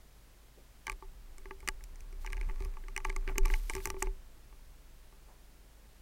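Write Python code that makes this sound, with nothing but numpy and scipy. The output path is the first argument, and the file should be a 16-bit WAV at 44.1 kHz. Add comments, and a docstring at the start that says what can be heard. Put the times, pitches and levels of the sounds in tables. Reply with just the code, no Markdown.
"""Mains hum and preamplifier hiss lie under a dead, quiet room; then thumbs tap and fumble on a phone
close to a clip-on microphone. Each contact is a tiny crunch that rings the small casing: a hollow thud,
a knock, a plastic click and a bright tick. As the hands get busy the microphone sways and rumbles, and
skin crackles and rubs softly. A dull bump sounds further off before the fumbling, another after it."""
import sys
import numpy as np
from scipy import signal
from scipy.fft import rfft, irfft
from scipy.io import wavfile
from scipy.ndimage import uniform_filter1d

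SR = 44100
rng = np.random.default_rng(int(sys.argv[2]) if len(sys.argv) > 2 else 0)


def dump_mix(stems):
    """Bounce the given channels to the path in sys.argv[1] as a 16-bit WAV at rate SR."""
    frames = np.atleast_2d(stems).T  # one column per channel
    limited = np.clip(frames, -1, 1)  # hard clip at full scale
    pcm = np.round(limited * 32767).astype(np.int16)
    wavfile.write(sys.argv[1], SR, pcm)


N = 265217
TIME_S = np.arange(N) / SR


def undb(db):
    """Decibels to gain."""
    return 10 ** (np.asarray(db) / 20)


def unit(x):
    """Scale to rms 1."""
    return x / np.sqrt(np.mean(x ** 2) + 1e-20)


def noise(colour):
    """Noise of rms 1, shaped by an EQ curve of (frequency_hz, gain_db) points."""
    hz, db = np.transpose(colour)
    bins_hz = np.maximum(np.fft.rfftfreq(N, 1 / SR), 1)
    eq = undb(np.interp(np.log(bins_hz), np.log(hz), db))
    return unit(irfft(rfft(rng.standard_normal(N)) * eq, N))


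def walk(rate_hz):
    """Smooth random wander of rms 1."""
    hold = max(int(SR / rate_hz), 1)
    steps = np.repeat(rng.standard_normal(N // hold + 1), hold)
    return unit(uniform_filter1d(uniform_filter1d(steps, hold), hold)[:N])


def add(out, start_s, sound):
    """Mix a sound in at a time."""
    i = max(int(start_s * SR), 0)
    out[i:i + len(sound)] += sound[:len(out) - i]


# mains hum and a thin electrical whine: pitch_hz, level_db
HUM_TONES = [(50, -60), (100, -91), (125, -80), (15625, -102)]
# EQ of the hiss: frequency_hz, gain_db
HISS_EQ = [(20, 0.5), (40, -13), (70, -25), (110, -6), (180, -10.5), (300, -13.5), (600, -16.5),
           (1000, -19), (3000, -23.5), (8000, -27), (15500, -29)]

def electronics(hiss_db=-63):
    """The bed: steady mains hum over smooth preamplifier hiss."""
    hum = sum(undb(db) * np.sin(2 * np.pi * (hz * TIME_S + rng.random())) for hz, db in HUM_TONES)
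    return np.sqrt(2) * hum + undb(hiss_db) * noise(HISS_EQ)


# how briskly the hands move (still, settling, busy, still; 0 dB is busy): time_s, motion_db
HAND_MOTION = [(0, -28), (.85, -30), (1.4, -10), (1.58, -17.5), (2.1, -7), (2.45, 2.5), (2.68, 1),
               (2.8, -8.5), (3.3, 2), (3.9, -5), (4.06, -6), (4.25, -17), (6, -29)]

def effort(busy_db, slope):
    """Fader ride for a layer that follows the hands, gaining slope dB per dB of motion."""
    time_s, motion_db = np.transpose(HAND_MOTION)
    return undb(busy_db + slope * np.interp(TIME_S, time_s, motion_db))


# firm pushes that set the microphone rocking: start_s, level_db
PUSHES = [(0.884, -41), (1.03, -43.5), (1.67, -40), (3.04, -33), (3.14, -32), (3.385, -20.5), (3.49, -25),
          (4.035, -30.5)]

def microphone_sway(sway_hz=27, wander=0.238, lurch_db=1.0, rise_s=0.042, swell_shape=2.76):
    """The microphone rocks on its clip; each push builds a sub-bass swing that dies away again."""
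    phase = 2 * np.pi * np.cumsum(sway_hz * (1 + wander * walk(40))) / SR
    swings = np.zeros(N)
    for start_s, level_db in PUSHES:
        age = np.maximum(TIME_S - start_s, 0) / rise_s
        swings += undb(level_db) * (age * np.exp(1 - age)) ** swell_shape
    lurch = effort(busy_db=-36, slope=0.93) * undb(lurch_db * walk(12))
    return np.hypot(lurch, swings) * np.sqrt(2) * np.sin(phase)


def strokes(table, level_column=0, fade_s=0.03):
    """Envelope of finger strokes that swell, hold and fade; overlaps add in power."""
    power = np.zeros(N)
    for start_s, length_s, *levels_db in table:
        inside_s = np.minimum(TIME_S - start_s, start_s + length_s - TIME_S)
        fade = np.clip(inside_s / min(fade_s, length_s / 2), 0, 1)
        power += fade * undb(levels_db[level_column]) ** 2
    return np.sqrt(power)


# the fingers shift their grip: start_s, length_s, rumble_db, friction_db, crackle_db
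GRIP_SHIFTS = [(.868, 0.062, -54, -61, -51), (2.23, 0.079, -72, -65, -57.5), (2.46, 0.061, -42, -66, -68),
               (2.58, .11, -46, -69, -62.5), (3.04, 0.096, -54, -63, -55.5),
               (3.265, 0.067, -49.5, -49.5, -64.5), (3.43, 0.135, -55, -57, -51.5),
               (3.72, 0.1, -44.5, -70, -59), (3.84, .11, -47, -64, -67), (4.015, 0.063, -51, -58, -55.5)]
# EQ of the low handling rumble: frequency_hz, gain_db
RUMBLE_EQ = [(25, -23), (45, -0.5), (68, 3), (90, -5.5), (140, -17.5), (220, -20.5), (500, -52.5)]
# EQ of the midrange friction: frequency_hz, gain_db
FRICTION_EQ = [(100, -2.5), (200, -3), (320, 2), (388, 1), (480, -2), (700, -8), (880, -4.5), (1400, -7),
               (2200, -8.5), (3500, -28.5)]

def grip_noise(uneven_db=3.5):
    """Moving hands make an uneven rumble and soft friction; both swell when the grip shifts."""
    rumble_ride = effort(busy_db=-59, slope=0.4) * undb(uneven_db * walk(25))
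    rumble = np.hypot(rumble_ride, strokes(GRIP_SHIFTS, level_column=0)) * noise(RUMBLE_EQ)
    friction_ride = effort(busy_db=-66, slope=0.51)
    friction = np.hypot(friction_ride, strokes(GRIP_SHIFTS, level_column=1)) * noise(FRICTION_EQ)
    return rumble + friction


# soft bumps further off: start_s, level_db, centre_hz, decay_s
FAR_BUMPS = [(0.575, -53.5, 357, 0.023), (5.275, -58, 650, 0.041)]

def bumps(width_octaves=1.07, attack_s=0.0012):
    """Padded bumps: a quick swell of dull noise that dies away."""
    out = np.zeros(N)
    shoulder, skirt = 2 ** (width_octaves / 2), 2 ** (2 * width_octaves)
    for start_s, level_db, hz, decay_s in FAR_BUMPS:
        eq = [(hz / skirt, -22), (hz / shoulder, -2), (hz * shoulder, -2), (hz * skirt, -40)]
        envelope = (1 - np.exp(-TIME_S / attack_s)) * np.exp(-TIME_S / decay_s)
        add(out, start_s, undb(level_db) * noise(eq) * envelope)
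    return out


# resonances of the phone's casing: pitch_hz, gain_db, t60_s
CASING_MODES = [(234, -5.5, 0.016), (384.8, 4, 0.17), (747, -11, 0.025), (875, -1.5, 0.073),
                (1154, 2, 0.033), (1620, -8, 0.026), (2050, 4, .011), (2243, 6.5, 0.01),
                (2406, 3.5, 0.0085), (2940, -10.5, 0.018), (4450, 0.5, 0.0013), (5250, -5, 0.0049),
                (5990, -4, 0.0065), (6870, -4.5, 0.0056), (7370, -5.5, 0.0049), (8630, -2, 0.0045),
                (10160, -5.5, 0.0017), (11660, -7.5, 0.0028), (14200, -11.5, 0.0025),
                (15400, -10.5, 0.00088)]

def casing_ring(boost_db, scatter_db, low_hz=0, high_hz=SR / 2):
    """The casing's damped modes in one band; touch position and grip shift their shares and pitch."""
    modes = np.array(CASING_MODES)
    modes[:, 1] += boost_db
    in_band = (modes[:, 0] > low_hz) & (modes[:, 0] <= high_hz)
    hz, db, t60_s = modes[in_band].T[:, :, None]
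    share, grip = rng.standard_normal((2, len(hz), 1))
    hz = hz * (1 + grip * np.clip(0.00025 / t60_s, 0.003, 0.02))  # quickly damped modes move most
    polarity = (-1) ** np.arange(len(hz))[:, None]
    t = np.arange(SR // 4) / SR
    partials = np.sin(2 * np.pi * hz * t) * np.exp(-np.log(1000) * t / t60_s)
    return np.sum(polarity * undb(db + scatter_db * share) * partials, axis=0)


# thumb contacts, levels before each register's trim: start_s, thud_db, knock_db, click_db, tick_db
THUMB_CONTACTS = [(0.8684, -54, -43.5, -36, -42.5), (0.8795, -45.5, -39, -38.5, -58),
                  (0.8971, -66, -37.5, -34.5, -41), (0.9183, -54, -60, -49, -49),
                  (1.0238, -47.5, -46.5, -57.5, -79), (1.382, -57, -58, -59, -52.5),
                  (1.4562, -45.5, -53, -50, -69), (1.5093, -41, -43.5, -44, -76),
                  (1.604, -60, -69, -56.5, -59), (1.6288, -53, -55.5, -64, -83),
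                  (1.676, -45, -42, -36, -39), (1.6869, -44, -36.5, -29.5, -33),
                  (1.8084, -64, -62, -58, -80), (1.839, -71, -76, -59, -50.5),
                  (1.9573, -78, -69, -63.5, -58.5), (2.006, -84, -75, -59.5, -56),
                  (2.127, -53, -59.5, -65, -63), (2.2467, -64, -44.5, -55, -60),
                  (2.2631, -50, -64, -45.5, -48), (2.2739, -54, -52, -43.5, -66),
                  (2.3234, -75, -70, -52, -53), (2.3302, -79, -48, -38.5, -48.5),
                  (2.3684, -50, -52, -49.5, -59), (2.3776, -57, -56, -51, -78),
                  (2.4121, -48, -57, -43.5, -53.5), (2.4291, -50, -61, -55, -79),
                  (2.489, -62, -50, -59, -70), (2.497, -52, -48.5, -48, -74), (2.5099, -52, -59, -56, -70),
                  (2.606, -42.5, -54.5, -72, -81), (2.649, -64, -62, -54, -53),
                  (2.656, -44, -52, -59.5, -72), (2.7698, -56.5, -47, -54, -68),
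                  (2.8383, -55.5, -63.5, -56, -78), (2.8835, -55.5, -48, -50, -58),
                  (2.9639, -46, -42, -33, -40), (2.9767, -72, -41, -35.5, -40),
                  (3.0026, -72, -51, -53, -65), (3.0474, -51, -61, -43, -47),
                  (3.0503, -43, -32.5, -35, -48), (3.085, -44, -53, -57, -69),
                  (3.1, -48, -52, -37.5, -53.5), (3.1631, -43, -37, -45.5, -43),
                  (3.277, -36.5, -48, -38.5, -75), (3.2881, -49, -48, -44, -76),
                  (3.295, -56, -47.5, -47, -77), (3.3568, -41.5, -51, -49, -73),
                  (3.377, -34, -79, -49, -69), (3.3814, -28, -32.5, -31.5, -29.5),
                  (3.4532, -40, -61, -40.5, -52), (3.4566, -44, -37, -39.5, -39),
                  (3.4808, -58, -59, -49, -52), (3.5013, -41, -44, -39, -57),
                  (3.5387, -53, -41.5, -33, -45), (3.6973, -40, -41, -34.5, -38.5),
                  (3.7036, -40, -40.5, -44.5, -48), (3.735, -46, -63, -44, -48),
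                  (3.7516, -35.5, -44, -41.5, -39), (3.765, -39, -44.5, -44, -49),
                  (3.7802, -48, -48, -49, -65), (3.8025, -50, -55, -51, -69),
                  (3.8558, -40, -38, -37.5, -33), (3.8727, -36, -42.5, -45, -44),
                  (3.902, -38, -37, -38, -38), (3.943, -37.5, -49, -54, -79),
                  (3.9665, -42.5, -50, -59, -78), (4.0052, -69, -61, -62, -55),
                  (4.0226, -37, -32.5, -33.5, -52), (4.0253, -36, -37.5, -36.5, -30),
                  (4.0707, -37.5, -43, -52, -67), (4.5256, -61.5, -60.5, -66, -87),
                  (5.125, -59, -62, -71, -80)]
# the casing's registers (thud, knock, click, tick): low_hz, high_hz, trim_db, crunch_amount
CASING_REGISTERS = [(100, 610, -5.5, 0.11), (600, 2400, 0, 0.16), (1400, 5000, 1.5, 0),
                    (3500, 16000, 0, 0.35)]

def thumb_taps(roll_s=0.00071, crunch_s=0.00073, settle_s=0.0056):
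    """The thumb rolls on with a scuff, then strikes with a short crunch that rings each register."""
    out = np.zeros(N)
    lead, attack = SR // 100, SR // 250  # samples before the strike, and in its attack
    t = np.arange(SR // 40) / SR
    scuff = 0.24 * np.exp(-t[lead:0:-1] / roll_s)
    strike = np.exp(-t / crunch_s) + 0.051 * np.exp(-t / settle_s)
    grit = np.concatenate([scuff, strike])
    mode_octaves = np.log2(np.array(CASING_MODES)[:, 0])
    for start_s, *levels_db in THUMB_CONTACTS:
        # a hard nail (strong tick) favours the high modes, a soft pad the low ones
        click_db, tick_db = levels_db[-2:]
        tilt_db = 0.42 * np.clip(tick_db - click_db + 7, -12, 15) * mode_octaves
        for level_db, (low_hz, high_hz, trim_db, crunch) in zip(levels_db, CASING_REGISTERS):
            force = crunch * grit * rng.standard_normal(len(grit))
            force[lead] += 1
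            # the flesh of the thumb rounds the push that drives the lower registers
            flesh = signal.butter(2, min(1.6 * high_hz, 0.45 * SR), fs=SR, output="sos")
            ring = casing_ring(tilt_db, scatter_db=2.0, low_hz=low_hz, high_hz=high_hz)
            tap = signal.fftconvolve(ring, signal.sosfilt(flesh, force))
            tap /= np.std(tap[lead:lead + attack])
            add(out, start_s - lead / SR, undb(level_db + trim_db) * tap)
    return out


def skin_crackle(slips_per_s=260, spread_db=4.5, soften_hz=5000):
    """Skin sticks and slips on the casing: many tiny soft kicks into its modes."""
    sizes = undb(spread_db * np.minimum(rng.exponential(size=N), 5)) * rng.choice([-1, 1], N)
    slips = unit(sizes * (rng.random(N) < slips_per_s / SR))
    ride = np.hypot(effort(busy_db=-67.5, slope=1.1), strokes(GRIP_SHIFTS, level_column=2))
    t60_s = np.array(CASING_MODES)[:, 2]
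    body = casing_ring(-10 * np.log10(t60_s), scatter_db=0)  # long rings take less of each slip
    body = signal.sosfilt(signal.butter(1, soften_hz, fs=SR, output="sos"), body)
    return signal.fftconvolve(slips * ride, body / np.linalg.norm(body))[:N]


# finger slides: start_s, length_s, level_db
SKIN_SLIDES = [(2.2, 0.051, -63), (2.58, 0.076, -73), (3.04, 0.047, -63), (3.25, 0.065, -76),
               (3.48, .13, -55.5), (3.6, 0.31, -61), (3.68, 0.098, -57.5), (3.82, 0.045, -55),
               (3.98, 0.058, -59)]
# EQ of the bright rub: frequency_hz, gain_db
RUB_EQ = [(500, -27), (1200, -6), (2200, 0), (3500, 2.5), (6000, 1.5), (9000, -0.5), (14000, 2),
          (16000, -7)]

def skin_rub(flutter_db=1.5):
    """Skin slides unevenly over casing and cloth in short, airy swishes."""
    return strokes(SKIN_SLIDES) * undb(flutter_db * walk(220)) * noise(RUB_EQ)


def scene():
    """Everything reaches one close microphone, in mono."""
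    contacts = thumb_taps() + skin_crackle() + bumps()
    handling = microphone_sway() + grip_noise() + skin_rub()
    return (contacts + handling + electronics())[None]


def record(dry):
    """The recorder cuts the top steeply above 16 kHz."""
    return signal.sosfilt(signal.ellip(10, 0.1, 70, 16000, fs=SR, output="sos"), dry)


dry = scene()
out = record(dry)
dump_mix(out)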